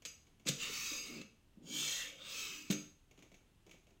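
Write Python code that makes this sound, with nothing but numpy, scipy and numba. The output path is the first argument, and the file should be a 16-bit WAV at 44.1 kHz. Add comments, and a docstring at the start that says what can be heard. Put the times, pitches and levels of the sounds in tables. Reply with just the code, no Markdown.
"""A telescopic metal pole on a heavy base is pulled up, pushed down and pulled up again until it hits its stop.
Tiny slips between the tubes ring the metal and rumble the base; knocks ring the same parts.
Then a plastic clamp knob is turned with small ticks. Nearby walls add a short echo over a quiet background."""
import sys
import numpy as np
from scipy import signal
from scipy.fft import rfft, irfft
from scipy.io import wavfile
from scipy.ndimage import uniform_filter1d
from numba import njit

SR = 44100
rng = np.random.default_rng(int(sys.argv[2]) if len(sys.argv) > 2 else 0)


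def transcribe(signal):
    """Save signal, clipped to [-1, 1], as a 16-bit WAV file at the path in sys.argv[1]."""
    frames = np.atleast_2d(signal).T
    limited = np.clip(frames, -1, 1)
    pcm = np.round(limited * 32767).astype(np.int16)
    wavfile.write(sys.argv[1], SR, pcm)


N = 176400

# ringing of the tubes (Hz, dB of the clean mode, t60 s, dB of its crowd of neighbours)
TUBE_MODES = [(1290, -33, .3, -21), (2260, -30, .3, -22), (2594, -26, .25, -22), (2833, -26, .35, -22), (4865, -26, .45, -18), (5230, -26, .35, -18), (5995, -17, .5, -17), (6456, -13, .62, -17), (6745, -23, .4, -19), (7880, -22, .35, -16), (9604, -25, .35, -20), (11200, -27, .3, -16), (11560, -22, .4, -16), (12030, -20, .35, -17), (13460, -25, .2, -17), (13840, -20, .28, -16)]  # fixed
# ringing of the base, shaken through the pole (Hz, dB, t60 s)
BASE_MODES = [(149, -3, .33), (172, -8, .2), (204, -5, .4), (248, -5, .28), (298, -1, .34), (385, -11, .28), (447, -12, .25), (535, -10, .26), (630, -18, .25)]  # fixed
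# one table for each stroke (s, scrape level dB, level of the treble against it dB)
FIRST_PULL = [(.58, -57, -1), (.605, -45, -4), (.63, -41, -5), (.68, -44, -5), (.76, -44, 0), (.87, -46.5, 2), (.97, -48, 0), (1.02, -54, -1), (1.07, -51, -3), (1.12, -54, -4), (1.19, -52.5, -8), (1.25, -70, -9)]  # fixed
PUSH = [(1.62, -82, 0), (1.68, -59, 1), (1.74, -47, 1.5), (1.79, -42, .5), (1.9, -42.5, 1.5), (2.0, -45.5, -2), (2.08, -50, -7), (2.16, -66, -8)]  # fixed
SECOND_PULL = [(2.16, -66, -6), (2.21, -56, -9), (2.3, -49.5, -1), (2.4, -46, 0), (2.5, -48.5, -2), (2.58, -54, -1), (2.66, -60, -3), (2.7, -59, -4)]  # fixed
# colour of the scrape in each direction (Hz, dB per Hz)
PULL_COLOUR = [(300, -5), (750, -19.5), (1200, -2), (1700, -11.5), (2400, 0), (3100, -6), (3800, -3.5), (5500, -6.5), (7200, -7), (8600, -15.5), (10600, -25), (13500, -20), (15600, -10)]
PUSH_COLOUR = [(300, -22), (800, -9), (1300, -4), (1800, -7), (2500, -2), (3400, 5.5), (4400, -2), (5600, -6), (6900, 0.5), (8200, -10.5), (9000, -10.5), (10600, -22.5), (11400, -21), (15600, -13)]
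# the resonance that the contact excites most as it travels (s, Hz, dB)
CONTACT = [(.62, 3080, 10), (.8, 2440, -5.5), (1.05, 2890, 6), (1.2, 2220, -13.5), (1.7, 3150, 0), (1.82, 3240, -0.5), (1.899, 1800, 3), (2.03, 1810, 16.5), (2.1, 2350, 13), (2.2, 3460, 11), (2.5, 3020, 6.5), (2.7, 2600, 3)]
CONTACT_WIDTH_HZ, TREBLE_HZ, TREBLE_DB, SCRAPE_DB, SCRAPE_RING_DB = 210, 4180, 0, -2, 0
SLIPS_PER_S, SLIP_SPREAD_DB, GRIP_DB, GRIP_PER_S = 9000, 2.5, .9, 55  # fixed
# shudder of the sliding tube (s, level dB, pitch Hz rising with speed)
SHUDDER = [(.55, -57.5, 433), (.68, -55.5, 477), (.76, -74, 467), (.9, -74, 493), (.94, -50.5, 537), (1.03, -60.5, 453), (1.08, -49, 320), (1.191, -44, 232), (1.27, -114, 195),
           (1.36, -99, 183), (1.55, -70, 185), (1.59, -57, 208), (1.65, -48, 203), (1.72, -47, 227), (1.801, -47.5, 246), (1.87, -57.5, 515), (2.0, -58.5, 513), (2.3, -61.5, 547), (2.55, -59.5, 298), (2.7, -60.5, 269)]
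SHUDDER_WIDTH_HZ, SHUDDER_BASE_DB, SHUDDER_DB = 137, -1.5, -8
# knocks of metal on metal (s, clack dB, centre of the clack Hz, clean ring dB, tilt dB per octave)
KNOCKS = [(.0512, -8, 6560, 6, -1.5), (.059, -16, 2470, 4, -1.5), (0.453, -21.5, 6500, 20, -6), (.461, -15, 2500, 18, 2), (0.467, -11.5, 3000, -24, -4.5), (.4705, -5, 3700, 7, -1), (.478, -3.5, 3520, 4, -2.5), (.4858, 2, 3740, -31.5, 0.5), (.489, -8.5, 6700, -27, -0.5),
          (.508, -14, 4050, 10, -4), (1.214, -19.5, 2480, -32.5, -5), (2.7012, -6, 6300, 6.5, -2), (2.7055, -4, 3840, 5, -6), (2.711, -8, 2430, -40, 13), (2.725, -7.5, 6000, -2, -2.5)]
CLACK_COLOUR = [(70, -51), (220, -18), (500, -1.5), (850, -16), (1500, -7.5), (2500, 2), (4000, 5.5), (5400, -0.5), (7000, 6), (8800, -6.5), (10800, -15), (13000, -10.5), (15500, -15)]
CLACK_WIDTH_HZ, CLACK_FOCUS_DB = 300, -5
# thuds through the base (s, dB, pitch of the first bump Hz, ring of the base dB)
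THUDS = [(0.054, -28, 490, 5), (0.459, -7.5, 212, 10), (.485, -12.5, 489, -10), (0.492, -4, 144, -4.5), (0.694, -18, 433, -6), (.915, -16, 300, -2.5), (1.193, -16, 164, -0.5), (1.572, -20.5, 204, -12), (2.7006, 5, 196, -4)]
# ticks of the knob and fingers (s, tick dB, thud dB)
TICKS = [(0.021, -28.5, -34), (0.269, -36.5, -35.5), (0.397, -35.5, -33.5), (3.1115, -31, -33), (3.1765, -33, -28), (3.19, -31.5, -29), (3.2241, -27, -26), (3.317, -33, -29), (3.3427, -28.5, -36),
         (3.404, -71, -36), (3.6651, -33, -26.5), (3.6936, -31.5, -31.5), (3.7117, -23.5, -51), (3.74, -40, -28), (3.869, -36.5, -33), (3.906, -40, -33)]
TICK_COLOUR = [(300, -5.5), (900, -11), (1700, -4), (2300, 4.5), (3300, 1), (5000, -7.5), (6600, 2), (9000, -18.5), (15500, -16.5)]
TICK_SOFT_HZ, TICK_RING_DB = 400, -4
DENSE_T60_S, DENSE_DB, CRACK_T60_S, CROWD_WIDTH_HZ, CROWD_T60_S = 0.49, -10.5, 0.064, 150, 0.33
ECHO_T60_S, ECHO_DB, ECHO_DELAY_S = 0.41, -9, 0.014
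AIR = [(13, -30), (22, -4), (105, -10), (209, -15), (342, -20.5), (382, -21.5), (489, -26.5), (2470, -33.5), (2680, -28.5),
       (4760, -38), (7390, -38.5), (15500, -46)]  # (Hz, dB per Hz)
AIR_DB = -69
TOP_HZ = 15800  # fixed
T = np.arange(N) / SR
RING_T = T[:SR]
# how far the pole is drawn out (s, share 0-1); the free tube rings more
EXTENSION = [(.58, 0), (1.0, 0.95), (1.25, 0.59), (1.6, 0.43), (2.15, 0.38), (2.5, 1), (2.7, 0.98)]
EXTENDED_RING_DB = 4
BUMP_T60_S, BUMP_RISE_S, BASE_LOWEST_HZ = 0.043, 0.004, 135
SQUEALS_PER_S = None
SQUEAL_LOW_HZ = None
SQUEAL_HIGH_HZ = None
SQUEAL_S = None
SQUEAL_DB = None
SQUEAL_BEND = None
CLEAN_DB, CROWD_DB, HAND_DAMPING = -6, -2.5, .75  # fixed
TICK_T60_S, TICK_TAIL_T60_S, TICK_TAIL_DB = 0.045, 0.36, -0.5
KNOB_HZ, KNOB_T60_S, KNOB_DB = 2270, 0.11, -16.5
# resonances that come and go as the tubes overlap more or less: width, wander of level and pitch, pace
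SHIFT_WIDTH_HZ, SHIFT_SPREAD_DB, SHIFT_DRIFT_HZ, SHIFT_PER_S, SHIFT_DB = 170, 4, 130, 11, 0  # fixed


def amp(db):
    """Decibels to gain."""
    return 10 ** (np.asarray(db) / 20)


def unit(x):
    """Scale to unit energy."""
    return x / np.sqrt(np.sum(x ** 2))


def steady(x):
    """Scale to rms 1."""
    return x / np.std(x)


def fade(t60):
    """Exponential decay of a ring."""
    return np.exp(-np.log(1000) * RING_T / t60)


def tail(t60):
    """Countless overlapping modes: dying noise of unit energy."""
    return unit(rng.standard_normal(SR) * fade(t60))


def through(x, response):
    """Play a signal through an impulse response."""
    return signal.fftconvolve(x, response)[:len(x)]


def band(x, hz, width_hz):
    """Resonance with gain 1 at its centre."""
    return signal.lfilter(*signal.iirpeak(min(hz, SR / 2 - 1), hz / width_hz, fs=SR), x)


def low(x, hz, order=2):
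    """Low-pass."""
    return signal.sosfilt(signal.butter(order, hz, fs=SR, output="sos"), x)


def colour(points, tilt_db=0, size=4096):
    """Causal response with the given spectrum, tilted about the middle treble."""
    hz, db = np.array(points).T
    octave = np.log2(np.maximum(np.fft.rfftfreq(size, 1 / SR), 1))
    gain = amp(np.interp(octave, np.log2(hz), db) + tilt_db * np.maximum(octave - np.log2(TREBLE_HZ), -2))
    cepstrum = irfft(np.log(gain))
    cepstrum[1:size // 2] *= 2
    cepstrum[size // 2 + 1:] = 0
    return irfft(np.exp(rfft(cepstrum)))


@njit
def sweep(x, hz, width):
    """Band-pass with a moving centre."""
    y, b, l = np.empty(len(x)), 0., 0.
    for i in range(len(x)):
        g, k = np.tan(np.pi * hz[i] / SR), width / hz[i]
        v = (b + g * (x[i] - l)) / (1 + g * (g + k))
        b, l, y[i] = 2 * v - b, l + 2 * g * v, k * v
    return y


def walk(rate):
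    """Smooth random wander with a spread near 1."""
    return np.interp(T * rate, np.arange(SR // 10), rng.standard_normal(SR // 10))


def level(times, db):
    """Gain along a level curve, silent outside it."""
    return uniform_filter1d(amp(np.interp(T, times, db)) * (T > times[0]) * (T < times[-1]), SR // 100)


def add(out, start, sound):
    """Mix a sound in at a time."""
    i = int(start * SR)
    out[i:i + len(sound)] += sound[:N - i]


def tube():
    """The tubes' answer to a tap: clean modes, each with a crowd of short-lived neighbours."""
    ring = 0
    for hz, db, t60, crowd_db in TUBE_MODES:
        clean = np.cos(2 * np.pi * hz * RING_T) * fade(t60 * HAND_DAMPING)
        crowd = band(band(tail(CROWD_T60_S), hz, CROWD_WIDTH_HZ), hz, CROWD_WIDTH_HZ)
        ring = ring + amp(db + CLEAN_DB) * unit(clean) + amp(crowd_db + CROWD_DB) * unit(crowd)
    return ring


def base():
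    """The low modes of the base, each starting at a chance phase."""
    modes = sum(amp(db) * np.sin(2 * np.pi * (hz * RING_T + rng.random())) * fade(t60) for hz, db, t60 in BASE_MODES)
    return unit(high(low(modes, 900), BASE_LOWEST_HZ))


def slips():
    """Dense tiny slips of uneven size, in bunches as the grip changes."""
    sizes = amp(SLIP_SPREAD_DB * np.minimum(rng.exponential(size=N), 4)) * rng.choice([-1, 1], N)
    return steady((rng.random(N) < SLIPS_PER_S / SR) * sizes * amp(GRIP_DB * walk(GRIP_PER_S)))


def scrape(stroke, spectrum, friction, ring):
    """One stroke: friction rings the tubes, brighter when fast, with a resonance that moves with the contact."""
    times, db, treble_db = np.array(stroke).T
    at, contact_hz, contact_db = np.array(CONTACT).T
    rub = through(friction, colour(spectrum))
    rub = rub + amp(np.interp(T, at, contact_db)) * sweep(rub, np.interp(T, at, contact_hz), float(CONTACT_WIDTH_HZ))
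    rasp = low(low(rub, TREBLE_HZ, order=4)[::-1], TREBLE_HZ, order=4)[::-1]
    hiss = amp(TREBLE_DB + np.interp(T, times, treble_db)) * steady(rub - rasp)
    sliding = (steady(rasp) + hiss) * level(times, db + SCRAPE_DB)
    freedom = amp(SCRAPE_RING_DB + EXTENDED_RING_DB * np.interp(T, *np.array(EXTENSION).T))
    return sliding + through(freedom * sliding, ring)


def shudder():
    """The sliding tube shudders at a pitch that follows its speed and shakes the base."""
    times, db, hz = np.array(SHUDDER).T
    pitch, width, gain = np.interp(T, times, hz), float(SHUDDER_WIDTH_HZ), level(times, db + SHUDDER_DB)
    groan = steady(sweep(sweep(slips(), pitch, width), pitch, width))
    return gain * groan + amp(SHUDDER_BASE_DB) * through(gain * slips(), base())


def knocks(ring):
    """Metal knocks against metal with a crack and a dense wash; the heavier jolts thud through the base."""
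    out = np.zeros(N)
    for start, db, hz, ring_db, tilt_db in KNOCKS:
        wash = unit(tail(CRACK_T60_S) + amp(DENSE_DB) * tail(DENSE_T60_S))
        clack = through(wash + amp(ring_db) * ring, colour(CLACK_COLOUR, tilt_db))
        add(out, start, amp(db) * unit(clack + amp(CLACK_FOCUS_DB) * band(clack, hz, CLACK_WIDTH_HZ)) / 2)
    for start, db, hz, ring_db in THUDS:
        bump = np.sin(2 * np.pi * hz * RING_T) * fade(BUMP_T60_S) * (1 - np.exp(-RING_T / BUMP_RISE_S))
        add(out, start, amp(db) * unit(unit(high(bump, BASE_LOWEST_HZ)) + amp(ring_db) * base()) / 2)
    return out


def knob(ring):
    """Short plastic ticks ring the knob, and faintly the tubes; the fingers bump softly."""
    out = np.zeros(N)
    plastic = amp(KNOB_DB) * unit(np.sin(2 * np.pi * KNOB_HZ * RING_T) * fade(KNOB_T60_S))
    for start, db, thud_db in TICKS:
        tick = tail(TICK_T60_S) + amp(TICK_TAIL_DB) * tail(TICK_TAIL_T60_S) + amp(TICK_RING_DB) * ring + plastic
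        add(out, start, amp(db) * unit(through(tick, colour(TICK_COLOUR))) / 2)
        add(out, start, amp(thud_db) * unit(low(high(tail(0.2), BASE_LOWEST_HZ), TICK_SOFT_HZ)) / 2)
    return out


def high(x, hz):
    """Steep high-pass."""
    return signal.sosfilt(signal.butter(4, hz, "high", fs=SR, output="sos"), x)




def shifting(count=30):
    """Fresh noise heard through many narrow resonances that drift and swell on their own, to be added to the
    friction."""
    out = 0
    for centre in np.linspace(1700, 15300, count):  # fixed
        hz, width = centre + SHIFT_DRIFT_HZ * walk(SHIFT_PER_S / 2), float(SHIFT_WIDTH_HZ)
        out = out + amp(SHIFT_SPREAD_DB * walk(SHIFT_PER_S)) * sweep(sweep(rng.standard_normal(N), hz, width), hz, width)
    return steady(out)


def scene():
    """Strokes, knocks and knob with their echo, over the background."""
    ring, friction = tube(), slips() + amp(SHIFT_DB) * shifting()
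    strokes = sum(scrape(stroke, spectrum, friction, tube()) for stroke, spectrum in [(FIRST_PULL, PULL_COLOUR), (PUSH, PUSH_COLOUR), (SECOND_PULL, PULL_COLOUR)])
    pole = strokes + shudder() + knocks(ring) + knob(ring)
    out = pole + amp(AIR_DB + 0.88 * walk(4)) * steady(through(rng.standard_normal(N), colour(AIR)))
    # the reflections change as the pole and the arm move
    turn = np.pi * np.interp(T, *np.array(EXTENSION).T)
    for share in (np.cos(turn), np.sin(turn)):
        add(out, ECHO_DELAY_S, amp(ECHO_DB) * through(share * pole, low(tail(ECHO_T60_S), 4700, order=1)))
    return out[None]


def record(dry):
    """The recorder cuts the top."""
    return signal.sosfilt(signal.ellip(10, .2, 70, TOP_HZ, fs=SR, output="sos"), dry)


dry = scene()
out = record(dry)
transcribe(out)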